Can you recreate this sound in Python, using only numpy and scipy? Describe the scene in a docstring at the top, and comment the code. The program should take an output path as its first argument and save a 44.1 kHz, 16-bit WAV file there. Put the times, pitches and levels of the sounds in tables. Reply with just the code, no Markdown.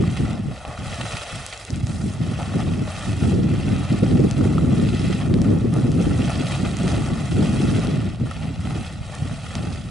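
"""Small geyser in the wind

Across an open sinter basin a small geyser spurts from its simmering pool. Thrown water slaps back,
bubbles and patters on the crust; the hard flat ground mirrors every splash a moment later, which gives
it a hollow colour. Single drops land nearer, and wind buffets both ports of the stereo microphone."""
import sys
import numpy as np
from scipy import signal
from scipy.fft import rfft, irfft
from scipy.io import wavfile
from scipy.ndimage import uniform_filter1d

SR = 44100
rng = np.random.default_rng(int(sys.argv[2]) if len(sys.argv) > 2 else 0)


def transcribe(signal):
    """Save signal, clipped to [-1, 1], as a 16-bit WAV file at the path in sys.argv[1]."""
    frames = np.atleast_2d(signal).T
    limited = np.clip(frames, -1, 1)
    pcm = np.round(limited * 32767).astype(np.int16)
    wavfile.write(sys.argv[1], SR, pcm)


N = 436590
TIME, FREQ = np.arange(N) / SR, np.fft.rfftfreq(N, 1 / SR)


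def gain_of(db):
    """Decibels to amplitude."""
    return 10 ** (np.asarray(db) / 20)


def unit_rms(x):
    """Scales to rms 1."""
    return x / np.sqrt(np.mean(x ** 2) + 1e-20)


def curve(table, column=1):
    """One column of a table, interpolated onto FREQ over log frequency."""
    columns = np.transpose(table)
    return np.interp(np.log(FREQ + 1), np.log(columns[0] + 1), columns[column])


def filtered(x, response):
    """Filters by a response given on FREQ."""
    return irfft(rfft(x) * response, N)


def wander(hz):
    """Smooth random drift of rms 1, no faster than about hz."""
    return unit_rms(filtered(rng.standard_normal(N), np.exp(-(FREQ / hz) ** 2)))


def band(centres_hz, index):
    """One of a set of overlapping bands that sum to 1."""
    return np.interp(np.log(FREQ + 1), np.log(centres_hz), np.eye(len(centres_hz))[index])


def add(mix, start_s, sound):
    """Mixes a sound in at start_s."""
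    part = mix[max(round(start_s * SR), 0):][:len(sound)]
    part += sound[:len(part)]


def steadied(x, low_hz, high_hz, window=4000):
    """Scales x so that one band of it stays at rms 1 over a sliding window of samples."""
    inside = filtered(np.atleast_2d(x).mean(0), (FREQ > low_hz) & (FREQ < high_hz))
    return x / np.sqrt(np.abs(uniform_filter1d(inside ** 2, window)) + 1e-12)


def bursts(rows, rise_s, fall_db_per_s):
    """Power over time of events that rise quickly, hold and die away."""
    power, t = np.zeros(N + SR), np.arange(2 * SR) / SR
    for start_s, hold_s, db in rows:
        age = t + max(-start_s, 0)
        attack = np.minimum(age / rise_s, 1)
        fall_db = fall_db_per_s * np.maximum(age - hold_s, 0)
        add(power, start_s, (attack * gain_of(db - fall_db)) ** 2)
    return power[:N]


def grains(low_hz, high_hz, per_s, cycles, spread_db, glide, pitches=24):
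    """Tiny damped rings of random time and size; each falls to 1/e in the given cycles."""
    out, t = np.zeros(N), np.arange(900) / SR
    for hz in np.geomspace(low_hz, high_hz, pitches):
        age = t * hz / cycles
        ring = np.exp(-age) * np.sin(2 * np.pi * cycles * age * (1 + glide * np.minimum(age, 4)))
        size = gain_of(spread_db * np.minimum(rng.exponential(1, N), 4.5)) * rng.choice([-1, 1], N)
        hits = size * (rng.random(N) < per_s / pitches / SR)
        out += np.sqrt(hz) * unit_rms(signal.oaconvolve(hits, ring)[:N])  # even power per Hz
    return unit_rms(out)


# Breeze over the open basin, at the microphone: (time [s], level [dB])
BREEZE_LEVELS = [(0.0, -19.5), (0.6, -47), (1.6, -51), (1.9, -27.5), (3.0, -33.5), (3.4, -24.5),
                 (5.6, -21.5), (6.5, -24.5), (8.0, -24.5), (8.35, -35.5), (9.9, -31.5)]
# Gusts catching the microphone: (start [s], hold [s], level [dB])
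MIC_GUSTS = [(-0.04, 0.063, -20), (0.18, 0.063, -19), (0.26, 0.24, -27), (0.66, 0.044, -33.0),
             (0.77, 0.17, -30.5), (0.97, 0.067, -28.5), (1.11, 0.023, -29), (1.31, 0.057, -29.5),
             (1.69, 0.21, -26.5), (2.01, 0.05, -23.5), (2.18, 0.33, -28.5), (2.53, 0.29, -22.5),
             (3.06, 0.073, -21), (3.2, 0.25, -18.5), (3.48, 0.091, -21.0), (3.65, 0.11, -21),
             (3.89, 0.04, -18.5), (4.01, 0.23, -17), (4.36, 0.39, -19.5), (4.81, 0.07, -20.5),
             (5.02, 0.077, -21.5), (5.25, 0.31, -19.5), (5.65, 0.38, -21.5), (6.04, 0.23, -23),
             (6.55, 0.15, -29.5), (6.79, 0.24, -23.0), (7.28, 0.5, -21), (7.85, 0.23, -23.5),
             (8.18, 0.057, -21), (8.35, 0.17, -25.5), (8.56, 0.24, -25.5), (8.91, 0.1, -35),
             (9.19, 0.13, -29), (9.54, 0.15, -28)]
def wind_strength(sway_db=0.9):
    """Buffeting in dB: gusts stand on the breeze, and the whole flow sways unsteadily."""
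    breeze = gain_of(np.interp(TIME, *np.transpose(BREEZE_LEVELS))) ** 2
    gusts = bursts(MIC_GUSTS, rise_s=0.026, fall_db_per_s=183)
    return 10 * np.log10(breeze + gusts) + sway_db * wander(hz=12)


# Wind right on the microphone: (frequency [Hz], relative density [dB])
WIND_SPECTRUM = [(15, -32), (25, -27), (45, -9), (70, -3.5), (105, 1.5), (165, -1), (250, -7), (380, -17.5),
                 (550, -26.5), (900, -45), (2000, -72)]
# How alike it is at the two ports: (frequency [Hz], coherence [0-1], left lead [rad])
WIND_COHERENCE = [(50, 1, -0.51), (144, 0.82, 0.1), (276, 0.57, -0.34), (497, 0.6, -1.74)]
def wind(brisk_db=-22, flutter_at_brisk_db=-34, flutter_growth=1.83, rumble_growth=0.5):
    """Eddies at the two ports: a deep rumble and a buffeting follow the gusts, small ones flutter."""
    left, unrelated = rng.standard_normal((2, N))
    coherence = np.clip(curve(WIND_COHERENCE), 0, 1)
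    right = filtered(left, coherence * np.exp(-1j * curve(WIND_COHERENCE, column=2)))
    right += filtered(unrelated, np.sqrt(1 - coherence ** 2))
    flow = filtered(np.array([left, right]), gain_of(curve(WIND_SPECTRUM)))
    lumps_db = wander(hz=45)
    small_lumps_db = 3.5 * (lumps_db + wander(hz=45)) / np.sqrt(2)
    large_eddies = steadied(flow * gain_of(lumps_db), 30, 400)
    small_eddies = steadied(flow * gain_of(small_lumps_db), 280, 520, window=9000)
    # the largest eddies swell less than the gust itself; the smallest swell more, and come and go
    gust_db = wind_strength()
    rumble_db = gust_db.mean() + rumble_growth * (gust_db - gust_db.mean())
    flutter_db = flutter_at_brisk_db + flutter_growth * (gust_db - brisk_db) + 2 * wander(hz=12)
    deep, low, mid, high = (band([61, 130, 245, 378], k) for k in range(4))
    rumble = filtered(large_eddies, deep) * gain_of(rumble_db)
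    buffet = filtered(large_eddies, low + mid / 2) * gain_of(gust_db)
    flutter = filtered(small_eddies, mid / 2 + high) * gain_of(flutter_db)
    return rumble + buffet + flutter


# Single eddies striking the microphone: (time [s], relative level [dB], centre [Hz])
EDDY_THUMPS = [(0.082, -6, 149), (1.734, -11.5, 109), (1.844, -6.5, 107), (1.907, -17, 220),
               (2.042, -12, 201), (2.22, -8.5, 151), (3.258, -12.5, 150), (3.361, -7, 150),
               (4.56, -11, 200), (3.75, -16, 260), (4.854, -7.5, 130), (5.32, -15, 150), (7.317, -23, 130),
               (7.605, -5, 267), (9.016, -15, 100), (9.227, -11, 130)]
def thumps(level_db=-3.5, cycles=0.64, phase_spread_rad=0.32):
    """One eddy crossing the ports is a pressure swing of a cycle or two, a little different at each."""
    out, t = np.zeros((2, N)), np.arange(-1200, 1200) / SR
    for time_s, db, hz in EDDY_THUMPS:
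        phase, *port_offsets = rng.standard_normal(3)
        envelope = gain_of(db + level_db) * np.exp(-(t * hz / cycles) ** 2)
        for channel, offset in zip(out, port_offsets):
            swing = np.cos(2 * np.pi * (hz * t + phase) + phase_spread_rad * offset)
            add(channel, time_s + t[0], envelope * swing)
    return out


def simmer(level_db=-54.0):
    """Large bubbles keep up a low gurgle in the pool."""
    gurgle = grains(180, 607, per_s=580, cycles=3.8, spread_db=7.0, glide=0.0079, pitches=10)
    return gain_of(level_db) * gurgle


# Stray droplets landing close to the microphone: (time [s], relative peak [dB], centre [Hz])
NEAR_DROPS = [(1.4645, -14, 8500), (1.576, -24, 6500), (1.651, -21, 8000), (1.705, -22, 5500),
              (1.76, -23, 8000), (1.8697, -22.5, 6000), (3.764, -24, 4170), (4.3117, -15, 5340),
              (5.3406, -18.5, 3360), (5.4175, -19.5, 5340), (5.7396, -20.5, 8100), (5.9182, -24, 6500),
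              (6.769, -19, 6000), (6.88, -19, 5900), (7.8714, -22, 4000), (8.312, -25, 8100),
              (9.1515, -22, 7640), (9.5535, -16, 4850)]
def drops(level_db=4.5, splatter=0.086, splatter_s=0.0085, cycles=0.48, pan_spread=0.24):
    """Each droplet is one sharp tick with a short splatter behind it, a little left or right."""
    out, t = np.zeros((2, N)), np.arange(800) / SR
    for time_s, db, hz in NEAR_DROPS:
        impact = (t == 0) + splatter * rng.standard_normal(len(t)) * gain_of(-60 * t / splatter_s)
        ring = np.exp(-t * hz / cycles) * np.sin(2 * np.pi * hz * t)
        tick = signal.fftconvolve(impact, ring)[:len(t)]
        tick *= gain_of(db + level_db) / abs(tick).max()
        pan = pan_spread * rng.standard_normal()
        add(out[0], time_s, (1 + pan) * tick)
        add(out[1], time_s, (1 - pan) * tick)
    return out


# Bounce off the flat ground between pool and microphone: (frequency [Hz], reflection [factor])
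GROUND_MIRROR = [(300, 0.2), (1600, 0.75), (2600, 0.27), (4000, 0.37), (6000, 0.077), (10000, 0.022)]
# Scatter from the crust all around: (frequency [Hz], level re direct [dB])
CRUST_SCATTER = [(300, -23), (1200, -9), (2600, -8.5), (5500, -4.5), (11000, -1)]
def basin(x, ground_delay_s=0.001534, height_sway=0.011, scatter_s=0.044, patches=6):
    """Direct sound, its mirror image in the flat ground, and a short scatter off the rough crust."""
    mirror = np.clip(curve(GROUND_MIRROR), 0, 1)
    delay_s = ground_delay_s * (1 + height_sway * wander(hz=13.4))  # splashes sit higher or lower
    image = np.interp(TIME - delay_s, TIME, filtered(x, mirror))
    hollow = filtered(x + image, 1 / np.sqrt(1 + mirror ** 2))
    # each moment's water lands on another patch, with its own scatter paths
    t = np.arange(3000) / SR
    tails = rng.standard_normal((patches, 2, len(t))) * gain_of(-60 * t / scatter_s)
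    tails /= np.linalg.norm(tails, axis=2, keepdims=True)
    shares = np.array([wander(hz=36) for _ in tails])
    shares /= np.linalg.norm(shares, axis=0)
    feeds = shares * (hollow + x) / 2
    scattered = sum(signal.oaconvolve(feed[None], tail, axes=1) for feed, tail in zip(feeds, tails))
    return hollow + filtered(scattered[:, :N], gain_of(curve(CRUST_SCATTER)))


# The geyser at the two microphone ports: (frequency [Hz], left minus right [dB], left lead [rad])
PORT_SHADING = [(610, 0.5, -0.13), (2160, 0.5, 0.36), (2940, -1, -1.18), (3340, -4.5, 0.059),
                (5400, -1.5, 0.019), (6500, 2, -0.13), (8800, 2, 0.0094), (11000, 1.5, -0.61)]
def ports(x):
    """The housing shades and delays each microphone port differently."""
    side = np.array([[0.5], [-0.5]])
    shade = gain_of(side * curve(PORT_SHADING))
    phase = side * curve(PORT_SHADING, column=2)
    return filtered(x, shade * np.exp(1j * phase))


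# Lumps of water hitting the pool across the basin:
# (time [s], level [dB], cavity pitch [Hz], spatter re ring [factor])
POOL_SLAPS = [(0.037, -25.5, 740, .8), (.6505, -21, 740, 0.44), (0.776, -25.5, 1330, .6),
              (1.0125, -24, 3020, 1), (1.1692, -22, 2530, 0.65), (1.5266, -24.5, 2300, .8),
              (2.39, -23.5, 740, .4), (2.5385, -22.5, 720, .4), (4.0648, -26, 725, .5),
              (4.1535, -25, 720, .5), (4.41, -24.5, 1250, 0.35), (4.581, -17.5, 1260, 0.32),
              (5.127, -27, 3140, 0.95), (5.2195, -22.5, 706, .6), (6.2188, -27, 2750, .6),
              (6.297, -16, 750, 0.36), (8.312, -27.5, 1300, .8), (8.672, -22, 740, 0.43),
              (8.707, -24.5, 746, 0.37), (9.4642, -30.5, 1350, 0.94), (9.554, -25, 730, .4)]
def slaps(ring_s=0.015, spatter_s=0.022, glide_per_s=3.6):
    """A lump of water opens a cavity that rings briefly upward, inside a short burst of spatter."""
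    out, t = np.zeros(N), np.arange(3000) / SR
    for time_s, db, hz, spatter_gain in POOL_SLAPS:
        cavity = np.sin(2 * np.pi * hz * t * (1 + glide_per_s * t)) * gain_of(-60 * t / ring_s)
        bandpass = signal.butter(2, [550, hz + 1000], "band", fs=SR, output="sos")
        fizz = unit_rms(signal.sosfilt(bandpass, rng.standard_normal(len(t))))
        spatter = spatter_gain * fizz * gain_of(-60 * t / spatter_s)
        add(out, time_s, gain_of(db) * (cavity + spatter))
    return out


# The vent across the basin heaves up slugs of water: (start [s], hold [s], gulp level [dB])
VENT_SPURTS = [(0.23, 0.13, -39), (0.65, 0.059, -35), (0.94, 0.06, -37), (2.38, 0.03, -33.5),
               (2.55, 0.06, -39), (2.83, 0.07, -38), (4.38, 0.14, -41), (4.68, 0.087, -39.5),
               (5.19, 0.051, -39), (5.41, -0.0, -36), (5.72, 0.08, -37.5), (6.26, 0, -30.5),
               (6.88, 0.074, -38), (7.04, 0.18, -39), (7.41, 0.096, -36.5), (7.82, 0.039, -36.5),
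               (8.64, 0.13, -40.5), (9.52, 0.13, -39.5)]
# Thrown water raining back on pool and crust:
# (start [s], length [s], splash level [dB], heavy water re splash [dB], spray re splash [dB])
FALLING_SHOWERS = [(-0.11, 0.49, -42, -0.5, -7.5), (0.364, 0.61, -50, 8.5, -3.5),
                   (0.766, 0.7, -38, 1, -5.5), (1.052, 0.79, -43.5, -0.5, -3.5), (1.822, 0.36, -47, 4, 1),
                   (2.1, 0.85, -43, 4, -5.5), (2.811, 0.61, -40, 2, -4.5), (3.37, 0.77, -40, 1.5, -8),
                   (3.848, 1.11, -44, 4.5, -4.5), (4.686, 0.6, -39, -2.5, -7.5), (5.158, 0.62, -48, 7, -5),
                   (5.692, 0.45, -47, 6, -2.5), (5.967, 0.95, -38, 2, -6), (6.745, 0.37, -39.5, 2.5, -4.5),
                   (7.057, 0.93, -39.5, 0.5, -5), (7.622, 0.55, -41, 1.5, -9.5),
                   (8.182, 0.4, -45.5, 3, -8.5), (8.57, 0.43, -43.5, 0.5, -5.5),
                   (8.997, 0.42, -45.5, 4, -5), (9.25, 0.69, -45.5, 0, -4.5)]
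# The pool's constant seething: (heavy water [dB], splash [dB], spray [dB])
POOL_SEETHE = (-50.5, -52.5, -60.5)
def water_levels(splash_re_gulp_db=-12, spray_re_gulp_db=-18, arch_exponent=0.93, surge_db=0.86):
    """Amplitudes of heavy water, splash and spray: spurts gulp, showers swell and thin in an arch."""
    jet = bursts(VENT_SPURTS, rise_s=0.024, fall_db_per_s=154)
    power = np.outer(gain_of([0, splash_re_gulp_db, spray_re_gulp_db]) ** 2, jet)
    power += gain_of(POOL_SEETHE)[:, None] ** 2
    for start_s, length_s, db, heavy_db, spray_db in FALLING_SHOWERS:
        age = np.arange(max(-start_s, 0), length_s, 1 / SR)
        arch = np.abs(np.sin(np.pi * age / length_s)) ** arch_exponent
        for layer, layer_db in zip(power, (db + heavy_db, db, db + spray_db)):
            add(layer, start_s, arch * gain_of(layer_db) ** 2)
    return np.sqrt(power) * gain_of(surge_db * wander(hz=9))


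def clumps(per_s, fall_s):
    """Level swings of rms 1: each landing clump of water starts at once and dies away."""
    landings = (rng.random(N) < per_s / SR) * rng.uniform(0.72, 1, N)
    swing = signal.lfilter([1], [1, -np.exp(-1 / (fall_s * SR))], landings)
    return unit_rms(swing - swing.mean())


# Colour of the water at the pool, before each band is levelled: (frequency [Hz], density [dB])
SPLASH_SPECTRUM = [(100, -13), (330, -3.5), (600, 5.5), (850, 5), (1300, -1), (1650, -4), (2000, -8),
                   (2600, -7.5), (3400, -10), (4500, -12), (6000, -12.5), (8700, -12.5), (10800, -17.5)]
def fountain(bubble_db=-14.0, wash_db=2.0):
    """Bubbles, drop impacts and a fine wash, arriving in clumps as the jet breaks up and falls."""
    bubbles = grains(448, 2990, per_s=1100, cycles=2.85, spread_db=3.0, glide=0.021)
    patter = grains(1460, 11400, per_s=3000, cycles=0.88, spread_db=4.0, glide=0)
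    water = gain_of(bubble_db) * bubbles + patter + gain_of(wash_db) * rng.standard_normal(N)
    water = filtered(water, gain_of(curve(SPLASH_SPECTRUM)))
    levels = water_levels()
    shared_clumps = clumps(per_s=130, fall_s=0.008)
    heavy, splash, spray = (600, 1500, -2.0, 2.0), (1800, 4500, 0.5, 1.5), (5000, 11000, -1.5, 1.0)
    out = np.zeros(N)
    for k, (low_hz, high_hz, trim_db, clump_db) in enumerate((heavy, splash, spray)):
        swing = (shared_clumps + clumps(per_s=90, fall_s=0.023)) / np.sqrt(2)
        clumped = steadied(water * gain_of(clump_db * swing), low_hz, high_hz)
        out += filtered(clumped, band([1100, 2800, 6500], k)) * levels[k] * gain_of(trim_db)
    return out


def scene():
    """The geyser and its pool across the basin, droplets nearby, and wind right on the microphone."""
    geyser = ports(basin(fountain() + slaps()) + simmer())
    return geyser + drops() + wind() + thumps()


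def record(dry, cutoff_hz=11050):
    """The microphone rounds off the hardest gusts; the recorder cuts the top of the treble."""
    lowpass = signal.firwin(511, cutoff_hz, window=("kaiser", 9), fs=SR)
    return signal.oaconvolve(np.tanh(dry), lowpass[None], "same")


dry = scene()
out = record(dry)
transcribe(out)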